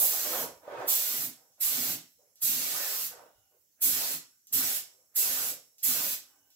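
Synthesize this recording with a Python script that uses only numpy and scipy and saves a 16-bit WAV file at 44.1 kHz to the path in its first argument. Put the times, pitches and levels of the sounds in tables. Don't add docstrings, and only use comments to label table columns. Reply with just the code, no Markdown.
import sys
import numpy as np
from scipy import signal
from scipy.fft import rfft, irfft, next_fast_len
from scipy.io import wavfile
from scipy.ndimage import uniform_filter1d

SR = 44100
rng = np.random.default_rng(int(sys.argv[2]) if len(sys.argv) > 2 else 0)


def log_audio(samples):
    frames = np.atleast_2d(samples).T
    limited = np.clip(frames, -1, 1)
    pcm = np.round(limited * 32767).astype(np.int16)
    wavfile.write(sys.argv[1], SR, pcm)


def field_ratio(decibels):
    return 10 ** (np.asarray(decibels, dtype=float) / 20)


N = 288855

# valve opens [s], shuts [s], surge level [dB], settled level [dB],
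# settling time [s].
PULLS = [
    (0.0, .424, -24, -36, 0.12),
    (0.88, 1.249, -24.5, -35, 0.1),
    (1.609, 1.924, -26.5, -34.5, 0.079),
    (2.422, 3.059, -26.5, -36.5, 0.12),
    (3.819, 4.141, -23, -36, 0.11),
    (4.528, 4.768, -25, -33, 0.058),
    (5.16, 5.498, -24.5, -34, 0.09),
    (5.832, 6.13, -24.5, -34, 0.08),
]


def evened(x):
    return x / np.sqrt(np.mean(x ** 2) + 1e-20)


def read(points, hz):
    f, value = np.transpose(points)
    return np.interp(np.log(hz + 1), np.log(f + 1), value)


def hiss(colour, patchy_db):
    a, b, patches = rng.standard_normal((3, N // 256 + 5, 513)).transpose(0, 2, 1)
    patches = uniform_filter1d(patches, size=14, axis=0)
    patches = evened(uniform_filter1d(patches, size=10, axis=1))
    colour_db = read(colour, np.fft.rfftfreq(1024, 1 / SR))[:, None]
    z = (a + 1j * b) * field_ratio(colour_db + patchy_db * patches)
    return evened(signal.istft(z, nperseg=1024, noverlap=768)[1][:N])


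def ring(x, modes):
    out = []
    for k, (hz, width, db) in enumerate(modes):
        peak = signal.iirpeak(hz, hz / width, SR)
        out.append((-1) ** k * field_ratio(db) * signal.lfilter(*peak, x))
    return np.array(out)


def played(tables, level, rise, fall):
    out = np.zeros(N)
    for rows, up in zip(tables, rise * np.ones(len(tables))):
        s, *columns = np.transpose(rows)
        first = max(0, round((s[0] - 70 / up) * SR))
        last = min(N, round((s[-1] + 70 / fall) * SR))
        at = np.arange(first, last)
        ramp = up * np.maximum(s[0] - at / SR, 0) + fall * np.maximum(at / SR - s[-1], 0)
        out[at] += field_ratio(np.interp(at / SR, s, level(columns)) - ramp)
    return out


def strokes(rows):
    return [[(start, db, *more), (end, end_db, *more)] for start, end, db, end_db, *more in rows]


def valve():
    # splash level [dB], its sag [dB/s], hollow roar level [dB], moment the fan faces the hollow [s].
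    aim_rows = [(-37.5, 6.5, -43, 0.4), (-35, 14.5, -45.5, 1.276), (-37, -1.5, -44, 1.873),
                (-36, 7, -44, 2.805), (-36.5, 4.5, -44, 3.994), (-36, 9, -45.5, 4.61),
                (-36, 10.5, -44, 5.39), (-36, 2, -45, 5.99)]
    out = []
    for (start, end, surge_db, settled_db, settle), (splash_db, sag, hollow_db, aim) in zip(PULLS, aim_rows):
        s = np.linspace(start, end, 60)
        age = s - start
        ease_db = 3.5 * np.exp((s - end) / 0.052)
        surge = np.exp(-(age / settle) ** 1.55)
        opening_dip_db = -0.5 * np.exp(-age / 0.012)
        nozzle = settled_db + (surge_db - settled_db) * surge + opening_dip_db
        splash = splash_db - sag * age - ease_db
        fill_db = 11.5 * np.exp(-age / 0.028)
        sweep_db = 26 * abs(s - aim)
        hollow = hollow_db - fill_db - sweep_db - 2.2 * ease_db
        out.append(np.transpose([s, nozzle, splash, hollow]))
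    return out


def spray():
    # frequency [Hz],
    # level per hertz [dB].
    jet_colour = [(3000, -30.5), (6000, -12.5), (7900, -1), (8400, -10), (10000, -3.5), (11800, 3.5),
                  (13500, 2.5), (15000, 4), (15800, -1)]
    splash_colour = [(900, -26), (2000, -9), (4000, -2), (6000, 0), (7900, -1), (8400, -2.5),
                     (10000, -16.5), (14000, -29.5)]
    hollow_colour = [(200, -22), (400, -5), (550, 2.5), (900, 0.5), (1500, 2.5), (2200, -2.5),
                     (4000, -12.5)]
    # how fast the valve opens [dB/s], air slipping past the needle just before [dB re the surge].
    opening_rows = [(3000, -39.5), (2200, -18), (2290, -40), (1850, -33.5), (2120, -40), (3600, -33),
                    (2170, -43), (4000, -36)]
    shut = 584
    speed, creep_db = np.transpose(opening_rows)
    creep_points = [[(row[0], row[2] + db)] for row, db in zip(PULLS, creep_db)]
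    creep = played(creep_points, lambda c: c[0], 700, 3000)
    pulls = valve()
    jet = hiss(jet_colour, 0.53) * (played(pulls, lambda c: c[0] + 4.24, speed, shut) + creep)
    splash = hiss(splash_colour, 1.2) * played(pulls, lambda c: c[1], speed, shut)
    hollow = hiss(hollow_colour, 2.2) * played(pulls, lambda c: c[2], speed * 0.22, shut)
    return jet + splash + hollow


def bleed():
    # whistle frequency [Hz], width [Hz], level [dB].
    whistle_modes = [(5480, 180, 0), (7700, 600, -4), (10800, 600, -5), (12400, 300, -1), (15350, 300, -4)]
    below_db, t60 = -21.5, 0.86
    tails = [[(0, -63.5)]] + [[(row[1], row[3] + below_db)] for row in PULLS]
    whistling = evened(ring(rng.standard_normal(N), whistle_modes).sum(0))
    return whistling * played(tails, lambda c: c[0], 900, 60 / t60)


def trigger():
    # start [s], tick peak [dB], level of the thin hiss behind it [dB].
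    tick_rows = [
        (.799, -45, -63),
        (1.5192, -55, -70),
        (2.357, -43, -62),
        (4.4705, -36, -59),
        (5.783, -39, -55.5),
        (6.5037, -45, -64),
        (6.523, -58, -94),
    ]
    # frequency [Hz], level per hertz [dB].
    seep_colour = [(900, -38.5), (2300, -21), (2900, -12), (4200, -7.5), (6000, -0.5), (7900, -4.5),
                   (8500, -29), (9800, -18.5), (12500, -8), (15800, -4.5)]
    # frequency [Hz], width [Hz], level [dB].
    click_modes = [(4000, 2000, -13.5), (7000, 3200, -10.5), (12500, 2500, -2)]
    ticks = np.zeros(N)
    for s, db, _ in tick_rows:
        burst = rng.standard_normal(40) * np.exp(-np.arange(40) / 14)
        ticks[round(s * SR):][:40] = field_ratio(db + 5) * burst
    seep = played([[(s, db)] for s, _, db in tick_rows], lambda c: c[0], 30000, 100)
    return ring(ticks, click_modes).sum(0) + hiss(seep_colour, 1.2) * seep


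def scuffs():
    # start [s], end [s], start level [dB], end level [dB], brightness of the upper modes [dB].
    scuff_rows = [(0.0, .1, -41, -61, -0.5), (.135, .14, -39, -63, -5), (.2, .23, -63, -53, -2.5),
                  (.258, .3, -40, -44, -3.5), (.325, .44, -39, -43.5, -1.4), (.63, .66, -53.5, -56, -2),
                  (.68, .683, -50.5, -48.5, 2), (.71, .79, -46.5, -43, 0), (.81, .96, -43, -57, 3),
                  (.98, .985, -50, -52, -15), (1.01, 1.1, -75, -69, 5), (1.38, 1.5, -71.5, -84, 3.5),
                  (1.578, 1.58, -79, -61, -13), (2.193, 2.3, -70, -81, -21),
                  (3.12, 3.123, -53.5, -56.5, 6.5), (3.165, 3.26, -57, -62.5, 0.5),
                  (3.523, 3.6, -70, -94, -4.5), (4.88, 5.03, -74.5, -81, -3), (5.44, 5.52, -58, -58, -20),
                  (5.724, 5.8, -84, -84, -7)]
    # frequency [Hz], width [Hz], level [dB].
    board_modes = [(410, 120, -10), (525, 50, 0), (620, 90, -4), (780, 80, -8), (937, 60, -6),
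                   (1130, 90, -10), (1330, 200, -14), (1550, 160, -16), (2050, 500, -26), (3300, 1300, -40)]
    strength = field_ratio(1.27 * np.minimum(rng.exponential(1, N), 4))
    happens = rng.random(N) < 900 / SR
    slips = strength * happens * rng.choice([-1, 1], N)
    modes = ring(evened(slips) + 0.56 * rng.standard_normal(N), board_modes)
    modes = np.array([np.roll(mode, shift=997 * k) for k, mode in enumerate(modes)])
    low, high = modes[:3].sum(0), modes[3:].sum(0)
    drags = strokes(scuff_rows)
    low_drag = low * played(drags, lambda c: c[0] - 1.5, 800, 370)
    high_drag = high * played(drags, lambda c: c[0] + c[1], 800, 400)
    return (low_drag + high_drag) / np.std(low)


def knocks():
    # start [s], peak level [dB], frequency [Hz].
    knock_rows = [
        (.262, -31, 620),
        (.33, -33, 1300),
        (.345, -33, 1540),
        (.678, -32, 570),
        (.726, -35, 540),
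        (.804, -30, 670),
        (.82, -33, 740),
        (.844, -34, 600),
        (2.193, -62, 520),
    ]
    out, t = np.zeros(N), np.arange(2000) / SR
    for s, db, hz in knock_rows:
        envelope = field_ratio(db - 1600 * t) * (1 - np.exp(-t / .001))
        out[round(s * SR):][:len(t)] += envelope * np.sin(2 * np.pi * hz * t)
    return out


def gust():
    # start [s], end [s], start level [dB], end level [dB].
    puff_rows = [(0.0, .07, -66, -68), (.135, .43, -65, -48), (.88, 1.02, -77, -69), (1.1, 1.26, -56, -46),
                 (1.61, 1.63, -70, -68), (1.71, 1.75, -62, -52), (1.78, 1.85, -44, -46.5),
                 (1.89, 1.93, -48, -44.5), (2.49, 2.8, -47.5, -59.5), (2.85, 3.06, -77, -60),
                 (3.85, 4.06, -45.5, -57.5), (4.11, 4.14, -59, -51), (4.555, 4.77, -43, -63.5),
                 (5.25, 5.51, -55.5, -55.5), (5.88, 5.97, -47, -53), (6.0, 6.13, -48.5, -56)]
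    # frequency [Hz], level per hertz [dB].
    gust_colour = [(30, -30), (60, -15), (125, -5), (200, -4), (320, -4), (600, -22)]
    # frequency [Hz], width [Hz], level [dB].
    shop_modes = [(120, 30, -9), (163, 13, -1), (254, 18, 0), (316, 14, -2), (410, 25, -7)]
    push = np.array([hiss(gust_colour, 0.83), hiss(gust_colour, 1)])
    push = push * played(strokes(puff_rows), lambda c: c[0], 600, 217)
    return field_ratio(-8.5) * push + field_ratio(6.5) * ring(push, shop_modes).sum(0)


def hums():
    # start [s], end [s], frequency [Hz], width [Hz], level [dB].
    hum_rows = [(3.29, 3.5, 2900, 50, -85), (3.36, 3.48, 750, 25, -84), (3.36, 3.46, 1430, 50, -87),
                (3.26, 3.38, 3800, 500, -85), (6.2, 6.5, 1540, 40, -85), (6.15, 6.36, 1150, 500, -78),
                (6.24, 6.48, 2950, 40, -84), (6.3, 6.5, 780, 200, -84), (6.28, 6.45, 290, 90, -86),
                (2.275, 2.285, 2150, 100, -88), (2.1, 2.2, 4000, 80, -88), (4.33, 4.37, 1500, 90, -87)]
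    # start [s], peak level [dB], frequency [Hz].
    thud_rows = [(0.499, -69, 89), (0.869, -62, 80.7), (1.639, -61, 75.4), (2.429, -59, 129),
                 (3.38, -73, 83.4), (4.538, -60, 117), (5.85, -59, 98.4), (.78, -57, 120), (.46, -65, 68.3),
                 (3.09, -71, 60), (3.35, -75, 55)]
    out, t = np.zeros(N), np.arange(SR // 8) / SR
    for start, end, hz, width, db in hum_rows:
        tone = evened(ring(rng.standard_normal(N), [(hz, width, 0)])[0])
        out += tone * played([[(start, db), (end, db - 2.5)]], lambda c: c[0], 400, 300)
    age = t / 0.0079
    for s, db, hz in thud_rows:
        out[round(s * SR):][:len(t)] += field_ratio(db) * age * np.exp(1 - age) * np.sin(2 * np.pi * hz * t)
    return out


def room(x, count=6):
    # frequency [Hz], reverberation time t60 [s].
    decay_times = [(100, 0.52), (500, 0.35), (2000, 0.35), (6000, 0.32), (12000, 0.2), (16000, 0.16)]
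    lead = 900
    taps = np.zeros((count, 2, SR // 2))
    at = np.arange(60, SR // 2 - 8, 8)
    at = at + rng.integers(0, 8, (count, 2, len(at)))
    np.put_along_axis(taps, at, rng.choice([-1., 1.], at.shape), 2)
    hz, t, z = signal.stft(taps, SR, nperseg=256)
    decay = field_ratio(-60 * t / read(decay_times, hz)[:, None])
    tails = signal.istft(z * decay, SR, nperseg=256)[1]
    turn = (np.arange(N) / 800 - np.arange(count)[:, None]) % count
    fed = x * np.sin(np.pi / 2 * np.minimum(turn, 2))
    fed = np.pad(fed, ((0, 0), (lead, 0)), "reflect")
    size = next_fast_len(N + SR)
    wet = (rfft(fed, size)[:, None] * rfft(tails, size)).sum(0)
    return irfft(wet, size)[:, lead:lead + N] / np.linalg.norm(tails[0, 0])


def quiet():
    # frequency [Hz], level per hertz [dB].
    quiet_colour = [(35, -39), (60, -6.5), (184, -14.5), (237, -15), (631, -20), (1030, -25.5), (4570, -18),
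                    (6040, -8), (7810, -10), (9190, -22), (11300, -8), (12700, -10.5), (14600, -7),
                    (15700, -7.5)]
    return field_ratio(-75 + 7.0) * np.array([hiss(quiet_colour, 2.3), hiss(quiet_colour, 3.3)])


def scene():
    wide = spray() + bleed() + scuffs()
    sharp = hums() + trigger() + knocks()
    near = field_ratio(-8) * wide + sharp
    direct = np.array([near, np.roll(near, shift=4)])
    return direct + room(field_ratio(-0.25) * wide + field_ratio(-0.5) * sharp) + gust() + quiet()


def mono_edge(t):
    # starts [s], lowest at [s], lowest edge [Hz], free again [s].
    narrowings = [
        (-.03, .55, 9000, .92),
        (.55, 1.38, 10000, 1.57),
        (1.66, 2.1, 10400, 2.24),
        (2.74, 3.2, 9700, 3.41),
        (5.87, 6.28, 10400, 6.44),
    ]
    free, knee = 16500, 12800
    edges = [np.interp(t, [start, start + .14, lowest, end], [free, knee, low, free])
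             for start, lowest, low, end in narrowings]
    return np.min(edges, axis=0)


def roll_off(x):
    return signal.sosfilt(signal.butter(12, 17020, fs=SR, output="sos"), x)


def record(dry):
    # frequency [Hz], left-right likeness [0 to 1].
    likeness = [(30, 0), (130, 0.83), (300, 0.94), (640, 0.49), (1400, 0.079), (2500, .0)]
    # frequency [Hz], left minus right [dB].
    lean_points = [(100, -2.5), (600, -3.5), (2500, -3), (5000, -2), (7700, -1), (8500, -4), (12000, -5),
                   (15800, -4)]
    hz, t, (left, right) = signal.stft(dry, SR, nperseg=1024, noverlap=768)
    same = np.clip(read(likeness, hz), 0, .99)[:, None]
    mid = (left + right) / 2 * np.sqrt(1 + same)
    side = (left - right) / 2 * np.sqrt(1 - same)
    joint = hz[:, None] > mono_edge(t)
    mid, side = np.where(joint, left, mid), np.where(joint, 0, side)
    lean = field_ratio(read(lean_points, hz)[:, None] / 2)
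    passed = (hz < 15780) / np.sqrt(1 + (45 / (hz + 1)) ** 4)
    mid, side = np.array([mid, side]) * passed[:, None]
    both = np.array([(mid + side) * lean, (mid - side) / lean])
    ports = signal.istft(both, SR, nperseg=1024, noverlap=768)[1]
    return roll_off(ports[:, :N])


dry = scene()
out = record(dry)
log_audio(out)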